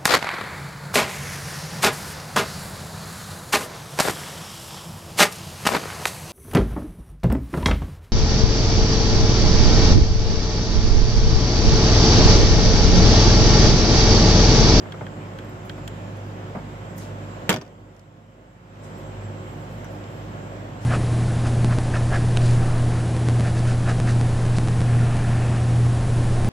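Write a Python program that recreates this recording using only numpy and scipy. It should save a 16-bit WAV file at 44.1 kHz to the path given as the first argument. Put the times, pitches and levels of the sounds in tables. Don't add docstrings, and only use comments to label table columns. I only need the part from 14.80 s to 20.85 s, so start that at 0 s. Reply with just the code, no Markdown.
import sys
import numpy as np
from scipy import signal
from scipy.fft import rfft, irfft
from scipy.io import wavfile
from scipy.ndimage import uniform_filter1d

SR = 44100
rng = np.random.default_rng(int(sys.argv[2]) if len(sys.argv) > 2 else 0)


def gain_from_decibels(decibels):
    exponent = np.asarray(decibels, float) / 20
    return 10 ** exponent


def log_audio(samples):
    frames = np.atleast_2d(samples).T
    limited = np.clip(frames, -1, 1)
    pcm = np.round(limited * 32767).astype(np.int16)
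    wavfile.write(sys.argv[1], SR, pcm)


N = 266805
SPLIT = np.array([[.5], [-.5]])

FAN_HZ, COMPRESSOR_HZ = 12.688, 60.24
FAN_ORDERS = [(3, -74, -2), (4, -48, -1), (7, -57, -2), (12, -47, -4), (14, -50, -4), (15, -54, -3),
              (19, -55, -4), (20, -58, -3), (24, -55, 2), (28, -62, 2), (42, -55, -1), (56, -58, -12),
              (68, -60, -8)]
COMPRESSOR_ORDERS = [(2, -50, -1), (3, -60, -1), (5, -51, -3), (6, -58, -1), (15, -63, -6), (18, -58, -6),
                     (20, -68, -3)]
# (frequency [Hz], waver width [Hz], level [dB], left-right [dB])
WHINE = [(223.8, 1, -56, -8), (370.6, 1.5, -52, -2), (3099.4, 3, -74, 10), (4906.5, .6, -79, -3),
         (5268, .6, -80, -10), (8367, 1, -87, 3)]
BLADE_DB = -39.5
# (time [s], change [dB], half length [s])
GUSTS = [
    (1.433, 5, 0.23),
    (2.05, 0.5, 0.18),
    (2.37, 5.5, 0.12),
    (2.65, -1.5, 0.26),
    (3.647, -4.5, 0.18),
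    (4.227, -3, 0.081),
    (4.477, 7.5, 0.098),
    (5.85, 1.5, 0.16),
]
INVERTER_HZ, INVERTER_DB = (7283, 7644.5), (-68, -64.5)
# (time [s], place [0-1], nearness [dB])
STANDING = [(0, .35, 0), (.9, 0.53, -2), (1.3, 0, 1.5), (1.6, 0.5, -7), (2, 0.7, 0), (2.7, .35, 1),
            (3.9, 0.7, -3), (4.2, 0.9, 3.5), (4.75, 0.9, 1), (4.95, 0.6, -1.5), (5.3, 0.7, 0),
            (6.05, 0.7, -1.5)]
# (frequency [Hz], level [dB])
CHOP_SPECTRUM = [(300, -75), (900, -64.5), (1500, -69), (1900, -81.5), (2400, -80.5)]
# (frequency [Hz], likeness [0-1], left lead [rad], left-right [dB])
MIC_PAIR = [(40, 0.85, .05, 2), (110, 0.97, 0.058, -1), (246, 0.85, 0.044, -2), (504, 0.6, 0.056, 1.5),
            (720, 1, 1.85, -5.5), (1180, 0.6, 2.17, -2), (1800, 0, 4.05, 0), (2980, 0.06, 6.45, -1),
            (5140, 0, 5.4, -2), (10000, 0, 5.8, 1)]

# (time [s], crack [dB], ring [Hz], ring [dB])
BOUNCES = [(2.6926, -5.5, 2085, -19.5), (2.6948, -13.5, 8320, -17.5), (2.6977, -11.5, 7500, -16),
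           (2.7, -18, 1450, -17), (2.702, -14.5, 3200, -18), (2.704, -18.5, 6480, -22.5),
           (2.7044, -12, 12860, -28.5), (2.708, -18.5, 940, -25), (2.717, -19.5, 2190, -18),
           (2.722, -29.5, 1500, -19.5), (2.727, -15.5, 3240, -23.5), (2.737, -24.5, 610, -28),
           (2.741, -15, 2270, -20.5)]
# (frequency [Hz], level [dB])
CRACK_SPECTRUM = [(60, -27.5), (250, 4.5), (1500, 1.5), (3500, 0), (4200, -7), (7000, -7.5), (9500, -15),
                  (13000, -7), (16000, -24.5)]
# (frequency [Hz], level [dB], t60 [s])
BOX_MODES = [(130, -13, 0.11), (188, -22.5, 0.065), (244, -2.5, 0.13), (301, 0, 0.083), (394, -1.5, 0.076),
             (500, -5, .12), (621, -8, .12), (700, -9.5, 0.11), (910, -8.5, 0.076), (1097, -23, 0.13),
             (1227, -16.5, 0.098), (1500, -8, 0.036), (1814, -14.5, 0.1)]
THUMP_DB, THUMP_SHARE = -17, 0.6
# (time [s], crack [dB], lower ring [dB], upper ring [dB])
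RATTLE = [(2.73, -22, -25, -38), (2.746, -28, -28, -37), (2.7619, -19.5, -33, -30), (2.77, -30, -33, -32),
          (2.785, -34, -44, -48), (2.813, -28, -35, -35), (2.816, -34, -35, -34), (2.82, -34, -38, -37),
          (2.85, -43, -50, -43), (2.864, -42, -44, -46), (2.878, -39, -47, -44)]
COVER_HZ = 4780, 5750
# (time [s], level [dB], frequency [Hz], t60 [s])
BOOMS = [
    (2.694, -8, 188, 0.093),
    (2.694, -28, 244, 0.12),
    (2.737, -14, 130, 0.058),
    (2.78, -14.5, 147, 0.062),
]

# (level [dB], centre [Hz], spread [octaves], rise [s], t60 [s])
TAP_PARTS = [(-1.5, 1580, 0.51, 0.00056, 0.048)]
SNAP_PARTS = [(-4.5, 3200, .2, 0.00078, 0.032), (-2.5, 3000, 1, 0.00027, 0.021)]
TIP_PARTS = [(-0.25, 7080, .45, 0.00043, 0.035), (-2, 12500, .4, 0.00058, 0.02)]
THUD_PARTS = [(0, 178, 0.64, 0.0046, 0.19)]
KNOCK_PARTS = [(-0.5, 590, 1, 0.0028, 0.12), (-4.5, 1200, 0.63, 0.0017, 0.063),
               (-11.5, 2100, .25, 0.00072, 0.04)]
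# (time [s], tap [dB], snap [dB], tip [dB])
TAPS = [
    (.1216, -33.5, -31.5, -60),
    (.2657, -32, -39, -56),
    (.587, -35, -36.5, -53),
    (.8955, -32.5, -28.5, -50),
    (1.077, -38, -31, -37.5),
    (5.044, -41, -52, -48),
]
# (time [s], thud [dB], knock [dB])
KNOCKS = [
    (.055, -29.5, -34.5),
    (.14, -45, -32.5),
    (.209, -29, -27.5),
    (.9785, -37, -34.5),
    (1.577, -47, -43),
    (1.749, -26, -27.5),
    (1.759, -40, -32.5),
    (1.769, -50, -36.5),
    (1.786, -47, -38),
]
# (time [s], level [dB], centre [Hz], spread [octaves])
TICKS = [
    (.033, -59, 12100, .3),
    (.647, -55, 13500, .25),
    (.694, -50, 13000, .25),
    (.706, -58, 13500, .3),
    (.976, -56, 13000, .4),
    (1.37, -50, 10500, 1.1),
    (2.179, -34, 14200, 0.33),
    (3.164, -43, 5500, 0.79),
    (3.194, -38, 5460, 1),
    (5.24, -45, 4000, .9),
]
TICK_RISE_S, TICK_T60_S = 0.00046, .02
# (time [s], level [dB], frequency [Hz])
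PINGS = [
    (1.29, -66, 6900),
    (1.53, -64, 6850),
    (1.76, -64, 6820),
    (2.42, -63, 6800),
    (5.0445, -47, 5900),
]
PING_OCTAVES, PING_RISE_S, PING_T60_S = .03, 0.0015, .08
# (time [s], level [dB], centre [Hz], t60 [s])
RUBS = [(.845, -53, 12000, 0.18), (.89, -59, 12100, .15), (1.46, -60, 12000, .15),
        (2.155, -50, 12000, 0.28), (2.176, -39, 6900, 0.16), (2.2, -43, 3980, 0.36),
        (3.14, -58.5, 11000, .23), (4.029, -48, 6700, .23), (4.17, -54.5, 12000, .23),
        (4.6, -62, 12000, 1.9), (4.88, -59, 12000, .8), (5.1, -57, 12000, .37), (5.27, -60.5, 12500, 1.2),
        (6.004, -47.5, 5830, .4)]
RUB_RISE_SHARE, RUB_SPREAD_HZ = 0.044, 6300

# (frequency [Hz], density [dB per Hz])
AIR_SPECTRUM = [(30, -29), (70, -22), (115, -3.5), (259, -10.5), (340, -14.5), (569, -10.5), (1160, -23.5),
                (1590, -22.5), (3140, -29.5), (4530, -38.5), (7600, -39.5), (9220, -53.5), (12000, -49.5),
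                (15700, -53.5)]
AIR_DB = -38

REST_DB, DUCK_DB, NOTCH_DB = -1.32, -10, -2.5
DUCK_S, NOTCH_AT_S, RELEASE_AT_S, RELEASE_S = 0.12, 3.21, 3.96, 0.068
HISS_DB = -79.5
EDGE_HZ = 15720


def evened(x):
    return x / np.sqrt(np.mean(x ** 2) + 1e-20)


def read(points, hz, axis=1):
    table = np.transpose(points)
    return np.interp(np.log(hz + 1), np.log(table[0] + 1), table[axis])


def add(mix, s, sound):
    part = mix[:, round(s * SR):][:, :sound.shape[1]]
    part += sound[:, :part.shape[1]]


def drift(rate_hz):
    knots = rng.standard_normal(400)
    return np.interp(np.arange(N) / SR * rate_hz, np.arange(400), knots)


def tone(hz, db, pan_db, waver_hz=0.079, flutter_db=3.0):
    phase = 2 * np.pi * (np.cumsum(hz + waver_hz * drift(5.5)) / SR + rng.random())
    lead = read(MIC_PAIR, hz, axis=2) * SPLIT
    level_db = db + flutter_db * drift(6.5 + hz / 500) + pan_db * SPLIT
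    return np.sqrt(2) * gain_from_decibels(level_db) * np.sin(phase + lead)


def hum():
    t = np.arange(N) / SR
    blade_db = BLADE_DB + sum(db * np.exp(-((t - s) / half_s) ** 2) for s, db, half_s in GUSTS)
    out = tone(8 * FAN_HZ, blade_db, -1.2, .05, .3)
    for shaft_hz, orders in ((FAN_HZ, FAN_ORDERS), (COMPRESSOR_HZ, COMPRESSOR_ORDERS)):
        for k, db, pan_db in orders:
            out += tone(round(k) * shaft_hz, db, pan_db)
    s, place, near_db = np.transpose(STANDING)
    angle = np.pi / 2 * np.clip(np.interp(t, s, place), 0, 1)
    near_db = np.interp(t, s, near_db)
    shares = np.cos(angle), np.sin(angle)
    for hz, db, share, pan_db in zip(INVERTER_HZ, INVERTER_DB, shares, (-7, 1.5)):
        out += share * tone(hz, db + near_db, pan_db, 3, 3)
    for hz, waver_hz, db, pan_db in WHINE:
        out += tone(hz, db, pan_db, waver_hz, 4.2)
    return out


def chop():
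    k = np.arange(24, 190)
    orders = np.zeros((2, 4096), complex)
    real, imag = rng.standard_normal((2, 2, len(k)))
    orders[:, k] = (real + 1j * imag) * gain_from_decibels(read(CHOP_SPECTRUM, k * FAN_HZ))
    pattern = 4096 * np.fft.ifft(orders).real
    place = np.arange(N) / SR * FAN_HZ % 1 * 4095
    return np.array([np.interp(place, np.arange(4096), p) for p in pattern])


def band_db(hz, centre_hz, octaves):
    return -15 * np.log10(1 + (np.log2((hz + 1) / centre_hz) / octaves) ** 2)


def burst(colour_db, rise_s, t60_s, lag_s):
    count = 2 * len(colour_db) - 2
    t, hz = np.arange(count) / SR, np.fft.rfftfreq(count, 1 / SR)
    a, b = rfft(rng.standard_normal((2, count))) * gain_from_decibels(colour_db)
    same = 1 - 0.71 / (1 + (500 / (hz + 1)) ** 2)
    right = (same * a + np.sqrt(1 - same ** 2) * b) * np.exp(-2j * np.pi * hz * lag_s)
    envelope = (1 - np.exp(-t / max(rise_s, 1e-4))) * gain_from_decibels(-60 * t / t60_s)
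    return evened(irfft([a, right])), envelope


def bounce(crack_db, ring_hz, ring_db, thump_db):
    t, hz = np.arange(8192) / SR, np.fft.rfftfreq(8192, 1 / SR)
    lag_s = .00013
    dulling_db = 0.65 * min(crack_db + 6, 0)
    colour_db = read(CRACK_SPECTRUM, hz) + dulling_db * np.clip(hz / 4000 - 1.8, 0, 1)
    noise, shape = burst(colour_db, .0001, .012, lag_s)
    dull, tail = burst(colour_db - 5 * np.log2(1 + hz / 2000), .003, .1, lag_s)
    crack = gain_from_decibels(crack_db) * (noise * shape + gain_from_decibels(-9.0) * dull * tail)

    noise, shape = burst(2 * band_db(hz, ring_hz, 300 / ring_hz), .0003, .02, lag_s)
    ring_tone = np.sin(2 * np.pi * ring_hz * t + 1.2 * SPLIT)
    ring = gain_from_decibels(ring_db) * shape * (0.24 * noise + ring_tone)

    noise, shape = burst(band_db(hz, 450, 1.1), .002, .07, lag_s)
    spot_db = 2 * rng.standard_normal(len(BOX_MODES))
    box = 0
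    for (f, db, t60_s), hit_db in zip(BOX_MODES, spot_db):
        onset = 1 - np.exp(-t * f / 1.6)
        box = box + gain_from_decibels(db + hit_db - 60 * t / t60_s) * np.sin(2 * np.pi * f * t) * onset
    return crack + ring + gain_from_decibels(thump_db) * (gain_from_decibels(1.5) * box + gain_from_decibels(-11.5) * noise * shape)


def boom(db, hz, t60_s):
    t = np.arange(8192) / SR
    envelope = gain_from_decibels(db - 60 * t / t60_s - SPLIT) * (1 - np.exp(-t / 0.0031))
    return -envelope * np.sin(2 * np.pi * hz * t)


def cover():
    mix = np.zeros((2, N))
    for s, crack_db, *ring in BOUNCES:
        add(mix, s, bounce(crack_db, *ring, THUMP_DB + THUMP_SHARE * crack_db))
    for s, crack_db, *ring_db in RATTLE:
        thump_db = THUMP_DB + THUMP_SHARE * crack_db
        for hz, db in zip(COVER_HZ, ring_db):
            add(mix, s, bounce(crack_db - 3, hz, db, thump_db - 3))
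    for s, *row in BOOMS:
        add(mix, s, boom(*row))
    return mix


def touch(db, centre_hz, octaves, rise_s, t60_s):
    size = 4096 if t60_s < .13 else 16384 if t60_s < .45 else 32768
    colour_db = 2.83 * band_db(np.fft.rfftfreq(size, 1 / SR), centre_hz, octaves)
    noise, shape = burst(colour_db, rise_s, t60_s, .00004)
    ring_gain = 2.14 * np.exp(-rise_s / 0.00098 - octaves / 0.51)
    ring = ring_gain * np.sin(2 * np.pi * centre_hz * np.arange(size) / SR)
    return gain_from_decibels(db) * shape * (noise + ring)


def hand():
    mix = np.zeros((2, N))
    for rows, things in ((TAPS, (TAP_PARTS, SNAP_PARTS, TIP_PARTS)), (KNOCKS, (THUD_PARTS, KNOCK_PARTS))):
        for s, *levels_db in rows:
            for db, parts in zip(levels_db, things):
                for part_db, *part in parts:
                    add(mix, s, touch(db + part_db, *part))
    for s, *row in TICKS:
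        add(mix, s, touch(*row, TICK_RISE_S, TICK_T60_S))
    for s, *row in PINGS:
        add(mix, s, touch(*row, PING_OCTAVES, PING_RISE_S, PING_T60_S))
    for s, db, hz, t60_s in RUBS:
        add(mix, s, touch(db, hz, RUB_SPREAD_HZ / hz, RUB_RISE_SHARE * t60_s, t60_s))
    return mix


def air():
    frames, hz = N // 512 + 5, np.fft.rfftfreq(2048, 1 / SR)
    a, b, c, d, patches = rng.standard_normal((frames, 1025, 5)).T
    patches = uniform_filter1d(patches, size=20, axis=0)
    patches = evened(uniform_filter1d(patches, size=8, axis=1))
    same, lead, pan_db = (read(MIC_PAIR, hz, axis=k)[:, None] for k in (1, 2, 3))
    same = np.clip(same, 0, 1)
    left = a + 1j * b
    right = (same * left + np.sqrt(1 - same ** 2) * (c + 1j * d)) * np.exp(-1j * lead)
    z = np.array([left * gain_from_decibels(pan_db / 2), right * gain_from_decibels(-pan_db / 2)])
    z *= gain_from_decibels(read(AIR_SPECTRUM, hz)[:, None] + 1.05 * patches)
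    wash = signal.istft(z, nperseg=2048, noverlap=1536)[1][:, :N]
    return gain_from_decibels(AIR_DB + drift(3.24) / 2) * evened(wash)


def duck_db():
    t = np.arange(N) / SR
    fall = 1 - np.exp(-(np.maximum(t - BOUNCES[0][0], 0) / DUCK_S) ** 2)
    notch = .5 + .5 * np.tanh((t - NOTCH_AT_S) / 0.025)
    held = .5 + .5 * np.tanh((RELEASE_AT_S - t) / (2 * RELEASE_S))
    return REST_DB + (DUCK_DB * fall + NOTCH_DB * notch) * held


def scene():
    return hum() + chop() + cover() + hand() + air()


def low_pass(x):
    return signal.sosfilt(signal.butter(12, 16330, fs=SR, output="sos"), x)


def record(dry):
    ducked = dry * gain_from_decibels(duck_db())
    ducked += gain_from_decibels(HISS_DB) * rng.standard_normal(dry.shape)
    edge = signal.firwin(511, EDGE_HZ, window=("kaiser", 8), fs=SR)[None]
    limited = .6 * np.tanh(ducked / 0.58)
    return low_pass(signal.oaconvolve(limited, edge, "same"))


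dry = scene()
out = record(dry)
log_audio(out)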